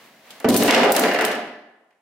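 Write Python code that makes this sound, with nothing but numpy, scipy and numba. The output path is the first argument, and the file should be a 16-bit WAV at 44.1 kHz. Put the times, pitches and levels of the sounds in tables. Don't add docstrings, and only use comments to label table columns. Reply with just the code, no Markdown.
import sys
import numpy as np
from scipy import signal
from scipy.fft import rfft, irfft, next_fast_len
from scipy.io import wavfile
from scipy.ndimage import uniform_filter1d
from numba import njit

SR = 44100
rng = np.random.default_rng(int(sys.argv[2]) if len(sys.argv) > 2 else 0)


def pcm_store(signal):
    levels = np.round(np.clip(np.atleast_2d(signal), -1, 1) * 32767)
    wavfile.write(sys.argv[1], SR, levels.astype(np.int16).T)


N = 88949
T = np.arange(N) / SR
BANDS_HZ = np.geomspace(31.25, 16000, 19)

# t/s, level/dB, extra bass/dB, extra treble/dB, extra ring/dB
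FLOOR_HITS = [(0.401, -36.5, -3, 0.5, -0.5), (0.443, -13, 10.5, -6, 1.5), (0.479, -23, 12.5, -7, 12),
              (0.505, -13.5, 15.5, -9, 4), (0.540, -18, 11.5, -0.5, 5.5), (0.595, -19, 11.5, -2.5, 1),
              (0.622, -16.5, 0.5, 0, 0), (0.678, -17.5, -3.5, 6, 0.5), (0.687, -20, -4, 7, -1),
              (0.696, -12.5, -8.5, -2.5, 0.5), (0.709, -21.5, -2, 6, -1.5), (0.722, -13.5, -11.5, 5, -5.5),
              (0.745, -8, -3, 2, -1.5), (0.764, -10.5, -7, -7.5, -1), (0.778, -14, 1.5, -2, 1),
              (0.800, -17.5, 6.5, -10.5, 3.5), (0.831, -10.5, -5, 0, 0), (0.848, -13, 0.5, -3, -1.5),
              (0.861, -10, -6.5, -10.5, -7), (0.869, -18, -7, -0.5, -1.5), (0.880, -11, -3.5, -10.5, -1.5),
              (0.903, -20, 0, -3.5, 5.5), (0.948, -26.5, 1, 8, -3), (0.964, -14.5, 0.5, 4, -2),
              (0.988, -18.5, 3.5, -7.5, 4.5), (1.012, -19, -4, -17.5, 1.5), (1.035, -18.5, 5, 7, 0),
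              (1.060, -17.5, 2, -13.5, -1.5), (1.082, -26.5, -0.5, 8, 3.5), (1.111, -22.5, -10.5, 5, 2.5),
              (1.143, -20.5, -1.5, 5.5, 1), (1.186, -19, 0, 5, 1), (1.210, -22.5, 1.5, 6, 0),
              (1.222, -26, 2.5, 1.5, 1.5), (1.240, -23, -7, 5.5, -1), (1.278, -21, -1.5, -0.5, 1),
              (1.313, -27, 2, 1.5, -5.5), (1.326, -27.5, 0, 4, -4.5), (1.352, -27.5, 0, -1, -2.5),
              (1.390, -32, -6, 0, 3), (1.470, -38.5, 3.5, -0.5, -0.5), (1.905, -66.5, -9.5, 9, -8)]
# f/Hz, level/dB, t60/s, change once it has tipped over/dB
PANEL_MODES = [(116.6, -18, .25, -5), (190.3, -22.5, 0.33, 4), (234.94, -10.5, 0.4, 0),
               (260.6, -12.5, 0.26, 0.5), (287, -17.5, 0.67, 4), (363, -21, 0.2, 2.5), (438.8, -7, .36, 1),
               (519.5, -8, .36, -2), (605.2, -9.5, .5, 1), (674, -9.5, 0.21, -6.5), (701, -15, 0.56, 9.5),
               (743, -11.5, 0.37, -3.5), (797.4, -11.5, 0.37, -4), (994, -14, 0.39, -1),
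               (1158, -22, 0.41, -6.5), (1228, -21, 0.3, -4.5), (1422, -22, 0.36, 4),
               (1562, -24.5, .45, 7.5), (1717, -20.5, 0.44, 7), (1780, -22.5, .5, 8), (1820, -27, 0.45, 7),
               (1927, -27.5, .55, 3.5), (1954, -22, .45, 4), (1997, -26.5, 0.55, 8), (2165, -20.5, 0.27, 4),
               (2436, -22, 0.37, -6.5), (2785, -24.5, 0.37, 4), (2850, -22.5, 0.21, -1),
               (3536, -23.5, 0.22, -6.5)]
# f/Hz, level/dB
PANEL_COLOUR = [(25, -37.5), (70, -29.5), (150, -17), (225, -4), (350, 2), (650, 4.5), (1150, -3),
                (1850, -1.5), (2400, -5.5), (2900, -6), (3400, -15.5), (4500, -17), (8000, -26),
                (16000, -33.5)]
# f/Hz, t60/s
PANEL_DECAY = [(60, 0.64), (250, 0.68), (1000, 0.22), (3000, 0.12), (12000, 0.053)]
# t/s, level/dB, treble tilt/(dB per octave), ring/dB, crack t60/s
EDGE_HITS = [(0.3049, -40, -4, -8.5, 0.073), (0.401, -27.5, 4, -25.5, .007), (0.4873, -16, 1.5, -22, 0.03),
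             (0.493, -22, -6, -9.5, 0.0092), (0.5419, -17, -0.5, 0, 0.065), (0.564, -4, 4, -23, 0.026),
             (0.5719, -6, 7, -13, 0.046), (0.624, -24, -3, -19.5, 0.042), (0.634, -11, 10.5, -10, 0.017),
             (0.677, -19.5, 0, -18.5, 0.016), (0.7083, -8.5, -7, -19.5, 0.02),
             (0.747, -13.5, -10, -17.5, 0.027), (0.845, -25, -3, -14, 0.016),
             (0.9202, -5, 6.5, -21.5, 0.029), (0.950, -23, 2, -14.5, 0.021), (0.964, -5.5, 2, -10, 0.025),
             (0.9951, -8.5, 7.5, -22, 0.021), (1.136, -31, 9, -6, 0.022), (1.1762, -41, -1.5, -10, .015),
             (1.2094, -24, 1.5, -16, 0.02), (1.22, -26, 1, -18.5, 0.015), (1.2492, -15, 0.5, -0.5, 0.023),
             (1.3133, -33, -4.5, -13.5, 0.07), (1.351, -38, -1, -13, 0.028)]
# f/Hz, level/dB, t60/s
EDGE_MODES = [(3030, -25, 0.19), (4390, -28.5, .12), (5180, -28.5, .08), (5770, -29, .11),
              (6430, -29.5, 0.094), (7940, -26.5, 0.085), (8850, -25, 0.078), (9100, -31, 0.14),
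              (10530, -22, 0.097), (11750, -29, 0.12), (12500, -31, .11), (12700, -26.5, 0.12),
              (14100, -20, .15), (14700, -24.5, .1), (15550, -23.5, .09)]
# f/Hz, level/dB
EDGE_COLOUR = [(100, -38), (1500, -11.5), (3500, 6.5), (6000, 1.5), (9000, 1.5), (13000, -0.5),
               (16000, -6.5)]
# t/s, length/s, level/dB
DRAGS = [(0.486, .062, -24.5), (0.545, 0.15, -30), (0.736, 0.093, -39), (0.895, .03, -38.5),
         (0.957, 0.06, -43.5)]
# t/s, level/dB
AIR_PUFFS = [(0.443, -55), (0.487, -50.5), (0.534, -49), (0.664, -37.5), (0.762, -52.5), (0.85, -50),
             (0.902, -56), (1.07, -60), (1.232, -65)]
# f/Hz, level/dB
THUD_COLOUR = [(20, -8), (45, -4.5), (90, 0.5), (160, -20.5), (400, -48.5), (2000, -84)]
# t/s, level/dB
RUB_LEVELS = [(0, -49.5), (.06, -48), (.11, -52), (.22, -53), (.27, -48.5), (.32, -46), (0.388, -47.5),
              (0.442, -56)]
# f/Hz, level/dB
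RUB_COLOUR = [(30, -32), (100, -14), (220, 3.5), (400, -4), (650, 2.5), (1200, -5), (2000, -2.5),
              (4500, -12.5), (9000, -20.5), (16000, -19.5)]
# f/Hz, t60/s
ECHO_DECAY = [(100, 1.1), (300, 0.81), (700, 1.01), (2000, 0.82), (4000, 0.71), (8000, 0.47), (15000, 0.48)]
# f/Hz, level/dB
ECHO_COLOUR = [(60, -28.5), (160, -18), (300, -3), (450, -15.5), (700, -6), (1200, -4), (1800, -2.5),
               (2500, -3), (5000, -3.5), (14000, -15.5)]
# f/Hz, level/dB
AIR_COLOUR = [(40, -30.5), (120, -15.5), (300, -8), (700, 2.5), (1200, -12), (2000, -12.5), (4000, -25),
              (10000, -25.5), (16000, -36.5)]
# f/Hz, level/dB
STEREO_WIDTH = [(30, -14.5), (120, -29.5), (250, -22.5), (500, -12.5), (1000, -8.5), (2000, -6),
                (4000, -1.5), (12000, -0.5)]

PANEL_DB, MODES_DB, LOW_CUT_HZ = -2.5, -6.5, 146
BOUNCE_DB, MAX_BOUNCE_S = -4, .022
CRACK_DB, CRACK_T60_S, CRACK_PER_TREBLE = -5, 0.027, .6
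RISE_S, RISE_CYCLES, EDGE_RISE_S = 0.0017, 0.44, 0.00036
SIZZLE_DB, SIZZLE_T60_S = -22.5, .22
TOPPLE_S = (0.85, 1.19)
GRAINS_PER_S, ECHO_DELAY_S, AIR_DB = 3500, .012, -70.5
LIMIT_DB, RELEASE_S, DETECT_S, TREBLE_SENSE, TOP_HZ = -11.5, 0.043, 0.0015, 0.77, 15750


def panel_clatter():
    out, t = np.zeros((2, N)), T[:SR // 2]
    weak_modes = split_bands(noise(PANEL_COLOUR))
    rise = 1 - np.exp(-(t / (RISE_S + RISE_CYCLES / BANDS_HZ[:, None])) ** 2)
    body = rise * fade(t, at(PANEL_DECAY, BANDS_HZ)[:, None])
    crack = rise * np.clip(BANDS_HZ / 2500, 0, 1)[:, None] * fade(t, CRACK_T60_S)
    for start, db, bass, treble, ring_db in FLOOR_HITS:
        colour = [(250, db + bass), (520, db), (800, db), (2200, db + treble)]
        gains = undb(at(colour, BANDS_HZ) + PANEL_DB)
        envelope = body + undb(CRACK_DB + CRACK_PER_TREBLE * treble) * crack
        add(out, burst(weak_modes, gains, envelope), start)
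        bounce = burst(weak_modes, gains * undb(BOUNCE_DB), body)
        add(out, bounce, start + MAX_BOUNCE_S * rng.uniform(.3, 1))
        ring = undb(MODES_DB + ring_db) * ring_modes(toppling_modes(start), colour, detune=.004)
        fade_in = 1 - fade(T[:ring.shape[1]], t60=0.0067)
        add(out, ring * fade_in, start)
    return signal.sosfilt(signal.butter(4, LOW_CUT_HZ, "high", fs=SR, output="sos"), out)


def toppling_modes(start):
    hz, db, t60, change_db = np.array(PANEL_MODES).T
    tipped = np.interp(start, TOPPLE_S, (0, 1))
    return np.column_stack([hz, db + change_db * tipped, t60])


def ring_modes(modes, colour, detune):
    hz, db, t60 = np.array(modes, float).T
    sign, strength, spread, shift = rng.standard_normal((len(hz), 4)).T
    t = T[:SR * 3 // 5]
    phase = 2 * np.pi * (hz * (1 + detune * shift))[:, None] * t
    tones = np.sin(phase) * fade(t, t60[:, None])
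    mid = np.sign(sign) * undb(1.2 * strength)
    side = spread * undb(at(STEREO_WIDTH, hz))
    gains = np.array([mid + side, mid - side]) * np.sqrt(2) * undb(db + at(colour, hz))
    return gains @ tones


def burst(noise_bands, gains, envelope):
    size = envelope.shape[1]
    i = rng.integers(N - size)
    return np.einsum("b,bn,bcn->cn", gains, envelope, noise_bands[:, :, i:i + size])


def edge_clinks():
    out, t = np.zeros((2, N)), T[:SR // 3]
    weak_modes = split_bands(noise(EDGE_COLOUR))
    rise = 1 - np.exp(-t / EDGE_RISE_S)
    sizzle = undb(SIZZLE_DB) * fade(t, SIZZLE_T60_S)
    octaves = np.log2(np.maximum(BANDS_HZ, 2500) / 9000)
    for start, db, tilt, ring_db, t60 in EDGE_HITS:
        envelope = np.tile(rise * (fade(t, t60) + sizzle), (len(BANDS_HZ), 1))
        add(out, burst(weak_modes, undb(db + tilt * octaves), envelope), start)
        add(out, undb(db + ring_db) * ring_modes(EDGE_MODES, EDGE_COLOUR, detune=0), start)
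    return out


def grit_scrapes():
    force = np.zeros(N)
    for start, length, db in DRAGS:
        position = 2 * (T - start) / length - 1
        force += undb(db) * np.sqrt(np.clip(1 - position ** 2, 0, 1))
    catches = (rng.random(N) < GRAINS_PER_S / SR) * undb(1.8 * rng.exponential(size=N))
    grit = signal.fftconvolve(catches, fade(T[:SR // 50], t60=0.045))[:N] * noise(EDGE_COLOUR)
    return force * grit / grit.std()


def air_puffs():
    out, swell = np.zeros((2, N)), np.hanning(int(.04 * SR))
    for start, db in AIR_PUFFS:
        add(out, undb(db) * swell * noise(THUD_COLOUR, size=SR // 2)[:, :len(swell)], start)
    return out


def grip_rub():
    times, db = np.array(RUB_LEVELS).T
    return noise(RUB_COLOUR) * undb(np.interp(T, times, db, right=-120))


def garage_echo(x):
    t, t60 = T[:SR], at(ECHO_DECAY, BANDS_HZ)[:, None]
    equal_energy = np.sqrt(2 * np.log(1000) / (t60 * SR))
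    envelope = fade(t, t60) * equal_energy * undb(at(ECHO_COLOUR, BANDS_HZ))[:, None]
    white = noise([(20, 0), (20000, 0)], size=SR)
    tail = (split_bands(white) * envelope[:, None]).sum(0)
    out = np.zeros((2, N))
    add(out, signal.fftconvolve(x, tail, axes=1)[:, :N], ECHO_DELAY_S)
    return out


def still_air():
    return undb(AIR_DB) * noise(AIR_COLOUR)


def undb(db):
    return 10 ** (np.asarray(db) / 20)


def at(points, hz):
    f, values = np.array(points, float).T
    return np.interp(np.log(np.maximum(hz, 1)), np.log(f), values)


def fade(t, t60):
    return np.exp(-np.log(1000) * t / t60)


def noise(colour, size=N):
    n = next_fast_len(size)
    hz = np.arange(n // 2 + 1) * SR / n
    mid, side = rfft(rng.standard_normal((2, n)))
    side = side * undb(at(STEREO_WIDTH, hz))
    x = irfft(np.array([mid + side, mid - side]) * undb(at(colour, hz)), n)[:, :size]
    return x / x.std()


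def split_bands(x):
    size = x.shape[-1]
    n = next_fast_len(size)
    hz, bands = np.arange(n // 2 + 1) * SR / n, np.arange(len(BANDS_HZ))
    place = np.interp(np.log(hz + 1), np.log(BANDS_HZ), bands)
    spectrum = rfft(x, n)
    return np.array([irfft(spectrum * np.maximum(1 - abs(place - k), 0), n)[:, :size] for k in bands])


def add(out, x, start):
    i = max(int(start * SR), 0)
    out[:, i:i + x.shape[1]] += x[:, :max(N - i, 0)]


@njit
def follow_peaks(x, release):
    out, level = np.empty(len(x)), 0.
    for i in range(len(x)):
        level = max(x[i], level * release)
        out[i] = level
    return out


def scene():
    steel = panel_clatter() + edge_clinks() + grit_scrapes()
    return steel + garage_echo(steel) + air_puffs() + grip_rub() + still_air()


def record(dry):
    power = (dry ** 2 + (TREBLE_SENSE * np.diff(dry, prepend=0)) ** 2).mean(0)
    window = int(DETECT_S * SR)
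    level = np.sqrt(abs(uniform_filter1d(power, window)))
    peaks = follow_peaks(level, np.exp(-1 / (RELEASE_S * SR)))
    gain = uniform_filter1d(1 / np.maximum(peaks / undb(LIMIT_DB), 1), window)
    return signal.sosfilt(signal.ellip(10, .2, 80, TOP_HZ, fs=SR, output="sos"), dry * gain)


dry = scene()
out = record(dry)
pcm_store(out)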